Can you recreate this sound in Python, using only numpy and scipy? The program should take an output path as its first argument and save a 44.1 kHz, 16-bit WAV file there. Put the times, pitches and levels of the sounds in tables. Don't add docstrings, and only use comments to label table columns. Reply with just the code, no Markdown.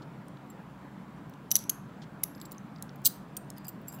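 import sys
import numpy as np
from scipy import signal
from scipy.io import wavfile
from scipy.ndimage import uniform_filter1d

SR = 44100
rng = np.random.default_rng(int(sys.argv[2]) if len(sys.argv) > 2 else 0)


def pcm_store(signal):
    levels = np.round(np.clip(np.atleast_2d(signal), -1, 1) * 32767)
    wavfile.write(sys.argv[1], SR, levels.astype(np.int16).T)


def makeup_ratio(level_db):
    decades = np.asarray(level_db, float) / 20
    return 10 ** decades


N = 176400


def evened(x):
    return x / np.sqrt(np.mean(x ** 2) + 1e-20)


def read(points, hz):
    f, value = np.transpose(points)
    return np.interp(np.log(hz + 1), np.log(f + 1), value)


def add(mix, start_s, sound):
    part = mix[round(start_s * SR):][:len(sound)]
    part += sound[:len(part)]


def noise(shape_db, patchy_db):
    real, imag, patches = rng.standard_normal((N // 512 + 5, 1025, 3)).T
    patches = uniform_filter1d(patches, size=16, axis=0)
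    patches = evened(uniform_filter1d(patches, size=8, axis=1))
    spectra = (real + 1j * imag) * makeup_ratio(shape_db[:, None] + patchy_db * patches)
    return evened(signal.istft(spectra, nperseg=2048, noverlap=1536)[1][:N])


def air_and_hiss():
    # frequency in Hz, density in dB per Hz.
    air = [(22, -62), (55, -17.5), (96, -28.5), (135, -3), (205, -6.5), (430, -19), (1070, -20.5),
           (1650, -26)]
    # frequency in Hz, density in dB per Hz.
    hiss = [(1950, -31), (3200, -38), (5000, -46), (8000, -51), (13000, -52.5), (15700, -52.5),
            (16000, -64.5)]
    hz = np.fft.rfftfreq(2048, 1 / SR)
    return makeup_ratio(-47.5) * noise(read(air + hiss, hz), patchy_db=1.31)


def fan_hum():
    # centre in Hz, width in Hz, level in dB.
    bands = [(63, 24, -69.5), (137.3, 11, -58.5), (198.5, 30, -56), (287.8, 27, -60.5), (973, 68, -68.5),
             (7500, 300, -86)]
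    t = np.arange(N) / SR
    hum = np.zeros(N)
    for hz, width_hz, db in bands:
        pole = np.exp(-np.pi * width_hz / SR)
        slow = signal.lfilter([1], [1, -2 * pole, pole * pole], rng.standard_normal((2, N)))
        carrier = np.exp(2j * np.pi * hz * t)
        hum += makeup_ratio(db) * evened(((slow[0] + 1j * slow[1]) * carrier).real)
    return hum


def causal(db):
    log_gain = np.log(makeup_ratio(np.maximum(db, -80)))
    log_gain = np.concatenate([log_gain, log_gain[-2:0:-1]])
    spectrum = np.exp(log_gain - 1j * signal.hilbert(log_gain).imag)
    return np.fft.ifft(spectrum).real[:len(db)]


def peaked(db, sound):
    loudest = uniform_filter1d(sound ** 2, size=44).max()
    return makeup_ratio(db) * sound / np.sqrt(6 * loudest)


def chatter(ms, spread=1):
    knocks_per_ms, knock_spread_db, rise_ms = 6.47, 4, 0.45
    chance, size, sign = rng.random((3, 2048))
    t_ms = np.arange(2048) * 1000 / SR
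    knocks = (chance < knocks_per_ms * 1000 / SR) * np.sign(sign - .5)
    knocks *= makeup_ratio(-spread * knock_spread_db * np.log(size + 1e-2))
    knocks[0] = 6.5
    hold = np.clip(1.1 - (t_ms / ms) ** 2, 0, 1)
    return knocks * hold * np.minimum(0.11 + t_ms / rise_ms, 1)


def tick(db, centre_hz, ms):
    width_octaves = .3 * (1 + ms / 20)
    band_hz = np.fft.rfftfreq(512, 1 / SR)
    away = np.log2((band_hz + 1) / centre_hz) / width_octaves
    return peaked(db, np.convolve(chatter(ms, spread=.6), causal(-6.0 * away ** 2)))


def body_ticks():
    # start in seconds, peak in dB, centre in Hz, length in ms.
    ticks = [(.019, -47, 4060, 19), (.37, -49.5, 3900, 3), (2.018, -44.5, 3540, 27.5),
             (2.349, -43, 4800, 3), (2.3792, -49, 4560, 3), (2.40, -46, 5100, 2.5), (2.421, -46, 4500, 2),
             (2.452, -44, 4340, 7.8), (2.547, -51, 4470, 2), (2.76, -45, 4660, 4.2),
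             (2.784, -51, 4650, 3.6), (2.892, -41.5, 4540, 3.9), (1.599, -46.5, 4290, 54),
             (1.5565, -26.5, 4316, 18), (3.574, -50, 2850, 3)]
    sound = np.zeros(N)
    for start_s, *touch in ticks:
        add(sound, start_s, tick(*touch))
    return sound


def modal_ring(modes, spot_hz, free):
    spot_db, spot_octaves, spot_db_per_octave = 13, 0.045, 5
    detune, grip_spread_db = .004, 2.5
    far_ring = 0.5
    hz, level, t60 = np.transpose(modes)[:, :, None]
    t = np.arange(8192) / SR
    phase, grip, shift = rng.random((3, *hz.shape))
    away = abs(np.log2(hz / spot_hz))
    near = np.exp(-(away / spot_octaves) ** 2)
    level = level - spot_db_per_octave * away + spot_db * near - grip_spread_db * grip
    t60 = t60 * max(free, .03) * (far_ring + (1 - far_ring) * near)
    turns = hz * (1 + detune * (shift - .5)) * t + phase
    ring = (makeup_ratio(level - 60 * t / t60) * np.sin(2 * np.pi * turns)).sum(0)
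    return ring * np.minimum(t / 0.00023, 1) / np.linalg.norm(makeup_ratio(level))


def impact_crack(spot_hz):
    # frequency in Hz, level in dB.
    crack_colour = [(1500, -46), (3100, -0.5), (6000, 2), (12000, -3.5), (15700, -0.5), (16600, -4)]
    t, band_hz = np.arange(1024) / SR, np.fft.rfftfreq(512, 1 / SR)
    away = abs(np.log2((band_hz + 1) / spot_hz))
    colour = read(crack_colour, band_hz) - 0.51 * 5 * away
    burst = rng.standard_normal(1024) * makeup_ratio(-60 * t / 0.012)
    return np.convolve(burst, causal(colour))


def strike(modes, crack_db, db, spot_hz, ms, free):
    body = modal_ring(modes, spot_hz, free)
    add(body, 0, makeup_ratio(crack_db + 11.5 * (0.22 - free)) * impact_crack(spot_hz))
    return peaked(db, signal.fftconvolve(chatter(ms), body))


def strikes(modes, crack_db, hits):
    sound = np.zeros(N)
    for start_s, *hit in hits:
        add(sound, start_s, strike(modes, crack_db, *hit))
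    return sound


def loose_key():
    # frequency in Hz, level in dB, t60 in seconds.
    modes = [(2800, 5, 0.0452), (4834, -11, 0.22), (5070, -0.5, .07), (7490, -4, 0.096), (7760, -4, 0.1),
             (8700, -5.5, 0.069), (10300, -2, 0.087), (10750, 2.5, 0.055), (12470, 4.5, 0.072),
             (12800, -2, 0.088), (13630, -3, 0.1), (14200, -2, 0.11), (15210, -2, 0.1), (15500, -2, 0.11)]
    # start in seconds, peak in dB, struck spot in Hz,
    # chatter in ms, free ring from 0 to 1.
    rattle = [(0.282, -46, 8700, 2.1, 0.19), (0.5, -43, 7500, 3.7, 0.45), (.502, -52, 4770, 1.7, 1),
              (1.295, -47, 15300, 2.3, .15), (2.311, -57, 7500, 3, .5), (2.349, -54, 12800, 40, 0.59),
              (2.3495, -54, 7500, 4.3, .4), (2.40, -49, 7800, 2, 0.43), (2.4142, -31, 9200, 0.81, 0.035),
              (2.416, -46, 12800, 23, 0.7), (2.453, -39, 7620, 3, 0.51), (2.455, -47, 12800, 3, .4),
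              (2.456, -53, 15400, 5, .5), (2.512, -45, 9000, 0.76, .05), (2.5184, -30, 14600, 1.5, 0.26),
              (2.521, -41, 12800, 3, 0.34), (2.526, -41, 9150, 2.3, 0.05), (2.958, -46.5, 12500, 1.9, .2)]
    # start in seconds, peak in dB, struck spot in Hz,
    # chatter in ms, free ring from 0 to 1.
    slide = [(3.367, -25.5, 12800, 2.4, 0.18), (3.368, -26, 8700, 4.8, 0.33), (3.566, -50, 4950, 0.94, .2),
             (3.572, -46, 4900, 2.1, 0.58), (3.5809, -36.5, 13600, 2.3, 0.12),
             (3.645, -44, 7700, 5.5, 0.18), (3.649, -48, 13700, 4.6, 0.38), (3.65, -43.5, 4830, 6, 0.68),
             (3.668, -38, 13200, 1.2, 0.46), (3.681, -27.5, 14300, 3.4, 0.45),
             (3.6815, -31.5, 7500, 1.5, 0.29), (3.688, -37, 7630, 5.7, 0.23),
             (3.692, -40, 12500, 5.8, 0.27), (3.814, -52, 15500, 2.9, .2), (3.872, -48, 7500, 9, .3),
             (3.8815, -31, 12660, 2, 0.65), (3.882, -34, 7500, 1.5, 0.58), (3.886, -52, 4830, 2, 0.59),
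             (3.889, -42, 8440, 1.3, .3), (3.897, -48.5, 7450, 19, 0.33), (3.921, -43, 14300, 1, 0.1),
             (3.9253, -38, 7500, 1.6, 0.23), (3.926, -44, 12460, 2, 0.55), (3.936, -40, 15500, 7.6, 0.36),
             (3.938, -45.5, 7500, 38, 0.4), (3.94, -43, 13630, 14, 0.6), (3.943, -49, 10300, 18, 0.37),
             (3.962, -45, 12460, 1.4, .4), (3.974, -49, 12460, 1.8, 0.27), (3.986, -51, 15500, 12, .4),
             (3.986, -48, 2800, 8, 0.36)]
    return strikes(modes, -4.5, slide + rattle)


def shackle():
    # frequency in Hz, level in dB, t60 in seconds.
    modes = [(2150, -11.5, 0.028), (3245, -9, 0.033), (4900, -19, 0.03), (5890, -10.5, 0.087),
             (5990, -7, 0.06), (6300, -8, .04), (8200, -13.5, .02), (10500, -8.5, .04), (10960, 1.5, 0.05),
             (11230, 0.5, 0.05), (11500, 0, .045), (12200, -1.5, 0.034), (14910, -4, .04),
             (15500, -5, 0.057)]
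    # start in seconds, peak in dB, struck spot in Hz,
    # chatter in ms, free ring from 0 to 1.
    hits = [(1.337, -46.5, 3260, 2.6, 0.1), (1.5065, -31, 5700, 5.2, 0.34), (1.5145, -17.5, 3320, 7.3, 0),
            (1.5143, -7.5, 5840, 1.2, 0.19), (1.5165, -17, 14900, 3, .2), (1.519, -14, 11480, 3, 0.46),
            (1.542, -30, 4990, 3, 0.3), (1.546, -30, 6020, 8.7, 0.3), (1.5544, -3.5, 5956, 2, 0.53),
            (1.5542, -11, 10960, 2.1, 0.3), (1.5545, -17, 15420, 1.55, 0.4),
            (1.5638, -9.5, 8200, 0.93, 0.33), (1.5672, -17, 11500, 2.2, 0.3), (1.589, -27, 9060, 1.8, 0.14),
            (1.6385, -35, 6050, 2, .2), (1.6942, -13.5, 6286, 4, 0.5), (1.696, -13.5, 11580, 5, 0.35),
            (1.697, -18, 14940, 4.9, 0.02), (1.697, -17, 3100, 1.7, 0.55), (2.2335, -22.5, 3985, 3.2, 0.27),
            (2.235, -31.5, 2150, 1.8, 0.7), (2.236, -9.5, 11300, 2, 0.14), (2.2375, -23, 15400, 1.2, 0.2),
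            (2.239, -22, 6070, 2, 0.1), (2.5817, -36.5, 6300, 0.89, 0.18), (2.582, -55, 11050, 1, 0.18),
            (2.824, -24.5, 11000, 1.5, 0.04), (3.5023, -29.5, 9500, 1, 0.04)]
    return strikes(modes, -12.5, hits)


def seated_key():
    # frequency in Hz, level in dB, t60 in seconds.
    modes = [(5630, -4, .04), (7700, 1.5, .1), (7800, 2.5, .07), (8200, -2, 0.09), (8820, -15, .05),
             (10320, -4, .06), (10900, -2.5, .06), (12000, -0.5, .06), (12540, 1.5, .06), (12960, 1, .07),
             (13470, 5, 0.11), (13700, 0, .07), (15207, 3.5, 0.089), (15480, 4.5, .07)]
    # start in seconds, peak in dB, struck spot in Hz,
    # chatter in ms, free ring from 0 to 1.
    hits = [(3.0174, -51.5, 11500, 1.5, .05), (3.039, -47, 12900, 9, 0.2), (3.0449, -34.5, 2600, 2, 0),
            (3.049, -15.5, 7940, 4.6, 0.2), (3.051, -22, 15280, 4, 0.4), (3.0545, -9.5, 15200, 2.6, 0.1),
            (3.0579, -10, 15200, 1.8, 0.5), (3.0563, -13.5, 7660, 4.4, 0.3),
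            (3.0608, -9.5, 15100, 1.7, 0.3), (3.063, -8, 13620, 2, 0.3), (3.0641, -14, 10300, 2, 0.5),
            (3.068, -14, 15500, 2, 0.3), (3.0716, -10.5, 15320, 1.32, 0.19),
            (3.073, -19.5, 10550, 4.6, 0.4)]
    return strikes(modes, -1.5, hits)


def walls(x):
    # frequency in Hz, t60 in seconds.
    decay = [(2000, 0.43), (6000, 0.3), (11000, 0.28), (15500, .19)]
    taps = np.zeros(SR // 2)
    at = np.arange(0, len(taps) - 20, 20)
    taps[at + rng.integers(0, 20, len(at))] = rng.choice([-1., 1.], len(at))
    hz, t, spectra = signal.stft(taps, SR, nperseg=256)
    spectra = spectra * makeup_ratio(-60 * t / read(decay, hz)[:, None])
    tail = signal.istft(spectra, SR, nperseg=256)[1]
    out = np.zeros(N)
    add(out, 0.0081, signal.fftconvolve(x, tail / np.linalg.norm(tail)))
    return makeup_ratio(-20.5) * out


def scene():
    tone = air_and_hiss() + fan_hum()
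    lock = body_ticks() + loose_key() + shackle() + seated_key()
    return (lock + walls(lock) + tone)[None]


def low_pass(x):
    return signal.sosfilt(signal.butter(12, 16970, fs=SR, output="sos"), x)


def record(dry):
    # frequency in Hz, gain in dB.
    mic_top = [(0, 0), (15750, 0), (16000, -18), (16800, -26), (17100, -80), (SR / 2, -80)]
    hz, db = np.transpose(mic_top)
    band_limit = signal.firwin2(511, hz, makeup_ratio(db), fs=SR)
    mix = signal.oaconvolve(dry, band_limit[None], "same")
    return low_pass(mix)


dry = scene()
out = record(dry)
pcm_store(out)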